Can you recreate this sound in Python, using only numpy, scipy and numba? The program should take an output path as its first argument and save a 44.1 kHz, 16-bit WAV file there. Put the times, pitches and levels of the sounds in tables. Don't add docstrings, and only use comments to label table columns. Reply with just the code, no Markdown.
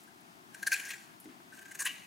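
import sys
import numpy as np
from scipy import signal
from scipy.fft import rfft, irfft
from scipy.io import wavfile
from scipy.ndimage import uniform_filter1d
from numba import njit

SR = 44100
rng = np.random.default_rng(int(sys.argv[2]) if len(sys.argv) > 2 else 0)


def pcm_store(signal):
    levels = np.round(np.clip(np.atleast_2d(signal), -1, 1) * 32767)
    wavfile.write(sys.argv[1], SR, levels.astype(np.int16).T)


def gain_from_db(level_db):
    decades = np.asarray(level_db, float) / 20
    return 10 ** decades


N = 91154

# (frequency [Hz], density [dB per Hz])
HUM_MID = [(50, -27.5), (170, -4), (375, -4.5), (500, -23.5), (680, -8), (1100, -15.5), (9000, -25),
           (16000, -28.5)]
HUM_SIDE = [(35, -30), (60, -30), (233, -7), (503, -18.5), (621, -13), (1110, -7.5), (1340, -11.5),
            (16000, -39.5)]
# (frequency [Hz], level [dB], t60 [s])
BOARD_MODES = [(309.5, 7, 0.15), (262, -7, 0.53), (347.5, -10, 0.97), (407, -6.5, 0.2)]
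# (time
# [s], level [dB], centre [Hz], width [Hz], decay [s])
TICKS = [(0.034, -60.5, 10900, 8000, 0.0096), (0.078, -60, 9250, 2000, .004),
         (0.077, -60, 1587, 100, 0.021), (.208, -62.5, 10700, 3000, 0.009),
         (1.2002, -49, 11700, 9000, 0.004), (1.202, -58, 9940, 3500, 0.024),
         (1.206, -56, 13000, 8000, 0.0037), (1.242, -56, 8400, 9000, 0.0086),
         (1.256, -54, 1900, 3200, 0.004), (1.402, -51.5, 1000, 595, 0.0028),
         (1.7538, -39, 7600, 5000, .0006), (.9085, -34, 2980, 4000, 0.00065),
         (1.289, -61.5, 1780, 2000, 0.066), (1.289, -61, 250, 120, 0.1),
         (0.00076, -62.5, 6900, 14000, 0.052)]
# (start [s], length [s], level [dB], centre [Hz], width [Hz])
FLARES = [(.668, .006, -36, 6340, 900), (.673, 0.0056, -40, 10000, 4000), (.717, 0.0062, -41, 6000, 2500),
          (.718, .008, -45, 15500, 1600), (.7185, 0.0035, -34, 2480, 250), (0.725, .012, -35.5, 5960, 1200),
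          (0.73, 0.0059, -37, 4270, 500), (0.74, 0.0067, -31, 2470, 200), (.79, 0.018, -58, 10400, 600),
          (.851, .006, -50, 5900, 2200), (0.885, 0.014, -49, 8800, 700), (.902, 0.02, -51, 7700, 600),
          (.902, .014, -57, 13500, 1500), (.89, 0.0092, -46.5, 1920, 150), (0.933, 0.013, -48, 1985, 150),
          (1.793, 0.023, -43.5, 6520, 300), (1.795, .03, -41, 9280, 1500), (1.79, 0.018, -52, 13500, 2500),
          (1.798, 0.026, -53, 1100, 149), (1.851, 0.0034, -35, 9300, 2800),
          (1.854, .014, -40.5, 9600, 1200), (1.866, .014, -40.5, 10850, 1200),
          (1.861, .02, -34.5, 2880, 350), (1.858, 0.024, -51, 1100, 150), (1.819, .01, -41, 1660, 150),
          (1.884, .035, -49, 2880, 120), (1.58, .014, -60, 2500, 1500), (1.653, .008, -60, 2600, 1500),
          (.668, .008, -43, 4400, 500), (.72, .016, -43, 4400, 500), (.722, .018, -41, 11500, 4000),
          (1.712, .01, -53, 1950, 300)]
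# (start [s], length [s], tear [dB], squeal [dB], upper ring [dB])
SLIPS_1 = [(.543, 0.006, -46.5, -46.5, -52), (.627, 0.0047, -38, -30.5, -48),
           (.666, 0.0052, -39, -30.5, -49), (.671, 0.0049, -34, -25.5, -44), (.680, 0.0021, -44, -60, -45),
           (.716, 0.0066, -39.5, -34.5, -41.5), (.72, 0.004, -38.5, -24, -49),
           (.728, 0.005, -37.5, -28, -35), (.736, .004, -36, -36, -48), (.746, 0.011, -53, -42, -52.5),
           (.762, 0.0056, -64, -47, -59), (.796, 0.0082, -52, -49, -49), (.815, 0.0075, -65, -62, -70),
           (.85, 0.0084, -50.5, -49, -59), (.856, 0.021, -57, -51, -60), (.886, 0.011, -51, -56, -55),
           (.902, 0.017, -47.5, -58, -42), (.931, 0.012, -52, -49.5, -51.5)]
SLIPS_2 = [(1.522, 0.0093, -72, -49, -91), (1.537, 0.0036, -76, -48, -64), (1.572, 0.0093, -67, -55, -70),
           (1.588, 0.0065, -59, -52, -62), (1.612, 0.019, -62.5, -54.5, -68),
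           (1.651, 0.012, -60.5, -50, -66), (1.679, 0.02, -64, -58, -75), (1.711, 0.012, -48, -47.5, -55),
           (1.746, 0.013, -48.5, -50, -55), (1.791, 0.006, -40, -39, -44.5),
           (1.802, 0.011, -37, -39.5, -46), (1.819, 0.0085, -42, -44, -52), (1.851, 0.011, -44, -35.5, -40),
           (1.860, 0.0066, -44, -47, -40), (1.869, .010, -46.5, -45.5, -39),
           (1.886, 0.027, -65, -76, -50.5)]
# (time [s], level [dB], squeal share [dB], tear share [dB])
DRAG_1 = [
    (.5, -82.5, 9, 5),
    (.59, -64, 4, 1.5),
    (.65, -63.5, -6, 1.5),
    (.7, -55, 5, 1),
    (.765, -41, -4, -6.5),
    (0.834, -48, -2.5, -6),
    (.96, -51, -3.5, -6),
    (1.02, -55.5, -7.5, -7),
    (1.15, -67, -3, -13),
]
DRAG_2 = [
    (1.48, -85, -2, -3),
    (1.54, -63.5, -6, 4.5),
    (1.6, -63.5, -3, -2.5),
    (1.7, -66.5, -5, -7),
    (1.785, -59, -11, -2),
    (1.84, -58, 3.5, 6.5),
    (1.9, -43.5, -9, -8.5),
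    (1.95, -44.5, -20, -16),
    (2.06, -54.5, -18, -14.5),
]
# (centre [Hz], width [Hz], level [dB])
BLADE_1 = [(4210, 370, 1), (5650, 770, 3.5), (6470, 1100, 6.5), (7370, 1160, 6), (9940, 2700, 7),
           (14800, 8000, 1), (700, 150, -21.5), (5960, 16000, -5), (1000, 450, -7)]
BLADE_2 = [(4670, 3700, -1), (6530, 790, 7), (7800, 820, 3), (8700, 1200, 4), (9800, 950, 5),
           (10060, 1500, 6.5), (13000, 6300, 4.5), (586, 390, -17), (9100, 11000, -4)]
# (centre [Hz], width [Hz], level [dB])
RING_1 = [(2187, 82, -28), (2450, 320, -4.5), (1865, 35, -3), (2820, 760, -8), (4120, 800, -4),
          (1150, 1000, -4.5)]
RING_2 = [(1920, 24, -1.5), (2540, 400, -2), (2940, 97, -1.5), (4000, 820, 0), (1100, 130, -5.5),
          (2200, 1700, -8)]
# (time [s], pitch [Hz])
SQUEAL_1 = [(0.549, 1560), (0.631, 1615), (.675, 1590), (0.734, 1590), (.76, 1670), (.8, 1600), (1.0, 1623)]
SQUEAL_2 = [(1.52, 1536), (1.759, 1600), (1.86, 1678)]


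@njit
def bandpass(x, hz, width_hz):
    y, band, low = np.empty(len(x)), 0., 0.
    g, k = np.tan(np.pi * hz / SR), width_hz / hz
    for i in range(len(x)):
        v = (band + g * (x[i] - low)) / (1 + g * (g + k))
        band, low, y[i] = 2 * v - band, low + 2 * g * v, k * v
    return y


def unit(x):
    return x / np.sqrt(np.mean(x ** 2))


def walk(rate_hz):
    hold = int(SR / rate_hz)
    steps = np.repeat(rng.standard_normal(N // hold + 1), hold)
    return unit(uniform_filter1d(uniform_filter1d(steps, hold), hold)[:N])


def noise_band(hz, width_hz):
    noise = bandpass(rng.standard_normal(N), float(hz), float(width_hz))
    return unit(bandpass(noise, float(hz), 2. * width_hz))


def slip_envelope(start_s, length_s, rise_s):
    creep_s, creep_db, sag_db, fall_s = 0.0016, -10.5, -2, 0.0038
    t = np.arange(N) / SR - start_s
    swell_s = max(rise_s, 0.25 * length_s)
    rise = np.sin(np.pi / 2 * np.clip(t / swell_s, 0, 1)) ** 2
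    rise = rise + gain_from_db(creep_db) * np.exp(-np.abs(t) / creep_s)
    sag = gain_from_db(sag_db * np.clip(t / length_s, 0, 1) ** 2)
    return rise * sag * np.exp(-np.clip(t - length_s, 0, None) / fall_s)


def kitchen_hum():
    level_db, side_db, lean_left = -59.5, 1, 0.81
    hz = np.maximum(np.fft.rfftfreq(N, 1 / SR), 1)

    def spectrum(table):
        table_hz, db = np.array(table).T
        return gain_from_db(np.interp(np.log(hz), np.log(table_hz), db))

    a, b = rfft(rng.standard_normal((2, N)))
    lean = np.clip(lean_left / (1 + hz / 4000), 0, 1)
    mid = unit(irfft(a * spectrum(HUM_MID), N))
    side_noise = lean * a + np.sqrt(1 - lean ** 2) * b
    side = unit(irfft(side_noise * spectrum(HUM_SIDE), N)) * gain_from_db(side_db)
    breathing = gain_from_db(level_db + 0.17 * walk(3.2) + 0.29 * walk(12.1))
    return breathing * np.array([mid + side, mid - side])


def board_knock():
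    start_s, level_db, rise_s = 1.2555, -49, 0.0026
    late = np.clip(np.arange(N) / SR - start_s, 0, None)
    out = np.zeros(N)
    for hz, db, t60_s in BOARD_MODES:
        decay = np.exp(-np.log(1000) * late / t60_s) * (1 - np.exp(-late / rise_s))
        out += gain_from_db(level_db + db) * np.sin(2 * np.pi * hz * late) * decay
    return out


def ticks():
    t, rise_s, out = np.arange(N) / SR, 0.0003, np.zeros(N)
    for start_s, db, hz, width_hz, decay_s in TICKS:
        shape = np.clip((t - start_s) / rise_s, 0, 1) * np.exp(-np.abs(t - start_s) / decay_s)
        out += gain_from_db(db) * shape * noise_band(hz, width_hz)
    return out


def flares():
    out = np.zeros(N)
    for start_s, length_s, db, hz, width_hz in FLARES:
        level = gain_from_db(db + 2.44 * walk(300))
        out += level * slip_envelope(start_s, length_s, rise_s=0.0015) * noise_band(hz, width_hz)
    return out


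def resonate(x, peaks):
    out = np.zeros(N)
    for k, (hz, width_hz, db) in enumerate(peaks):
        level = gain_from_db(db + 1.5 * walk(44.43)) / np.sqrt(width_hz)
        out += (-1) ** k * level * bandpass(x, float(hz), float(width_hz))
    return unit(out)


def blade_chatter(pitch_track):
    partner_ratio, partner_db = 1.085, -7.5
    pitch_hz = np.interp(np.arange(N) / SR, *np.array(pitch_track).T)
    phase = 2 * np.pi * np.cumsum(pitch_hz * (1 + 0.004 * walk(90))) / SR
    main = np.sqrt(2) * np.sin(phase) * gain_from_db(1.2 * walk(200))
    return main + gain_from_db(partner_db + 4.2 * walk(60.4)) * np.sin(partner_ratio * phase)


def peeler_stroke(slips, drag, blade, ring, pitch_track):
    squeal_hz, squeal_width_hz, chatter_share = 1600., 168., 0.8
    build_s, drag_ring_db = 0.0015, -7
    t = np.arange(N) / SR
    drag_s, drag_db, squeal_share_db, tear_share_db = np.array(drag).T
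    pull = gain_from_db(np.interp(t, drag_s, drag_db, left=-120, right=drag_db[-1] - 20))
    drag_squeal = pull * gain_from_db(np.interp(t, drag_s, squeal_share_db))
    drag_tear = pull * gain_from_db(np.interp(t, drag_s, tear_share_db))

    shapes = np.array([slip_envelope(s[0], s[1], rise_s=0.0041) for s in slips])
    tear, squeal, upper = gain_from_db(np.array(slips)[:, 2:]).T @ shapes
    keep = np.exp(-1 / (build_s * SR))
    squeal = signal.lfilter([1 - keep], [1, -keep], squeal)

    crack_db = 2 * rng.exponential(size=N) + 2 * 0.68 * walk(400)
    cracks = rng.standard_normal(N) * gain_from_db(crack_db)
    chatter = blade_chatter(pitch_track)
    rung = bandpass(cracks, squeal_hz, squeal_width_hz)
    rung = unit(bandpass(rung, 1.095 * squeal_hz, 2.5 * squeal_width_hz))
    squeal_tone = np.sqrt(chatter_share) * chatter + np.sqrt(1 - chatter_share) * rung
    frame = bandpass(bandpass(cracks, 2310., 1900.), 2430., 2800.)

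    return ((tear + drag_tear) * resonate(cracks, blade)
            + squeal * squeal_tone + drag_squeal * rung
            + (upper + pull * gain_from_db(drag_ring_db)) * resonate(frame, ring))


def scene():
    pan_db, room_db, room_t60_s = 3.5, -13, 0.62
    glint_s, glint_db = 0.0006, -12
    near = (peeler_stroke(SLIPS_1, DRAG_1, BLADE_1, RING_1, SQUEAL_1)
            + peeler_stroke(SLIPS_2, DRAG_2, BLADE_2, RING_2, SQUEAL_2)
            + flares() + ticks() + board_knock())

    t = np.arange(SR // 2) / SR
    tail = rng.standard_normal((2, len(t))) * np.exp(-np.log(1000) * t / room_t60_s) * (t > 0.002)
    tail = tail / np.sqrt(np.sum(tail[0] ** 2))
    wet = signal.fftconvolve(near[None], tail, axes=1)[:, :N]

    bounce = np.roll(bandpass(near, 13000., 6300.), int(glint_s * SR))
    glint = gain_from_db(glint_db) * bounce * np.array([[1], [-1]])
    pan = gain_from_db(np.array([[pan_db], [-pan_db]]) / 2) - 1
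    lean = bandpass(near, 1700., 6500.) * pan
    return near + glint + lean + gain_from_db(room_db) * wet + kitchen_hum()


def roll_off(x):
    return signal.sosfilt(signal.butter(12, 16810, fs=SR, output="sos"), x)


def record(dry):
    top_hz, top_leak_db = 15800, -33
    sos = signal.ellip(8, 0.1, 40, top_hz, fs=SR, output="sos")
    low = signal.sosfiltfilt(sos, dry)
    mix = low + gain_from_db(top_leak_db) * (dry - low)
    return roll_off(mix)


dry = scene()
out = record(dry)
pcm_store(out)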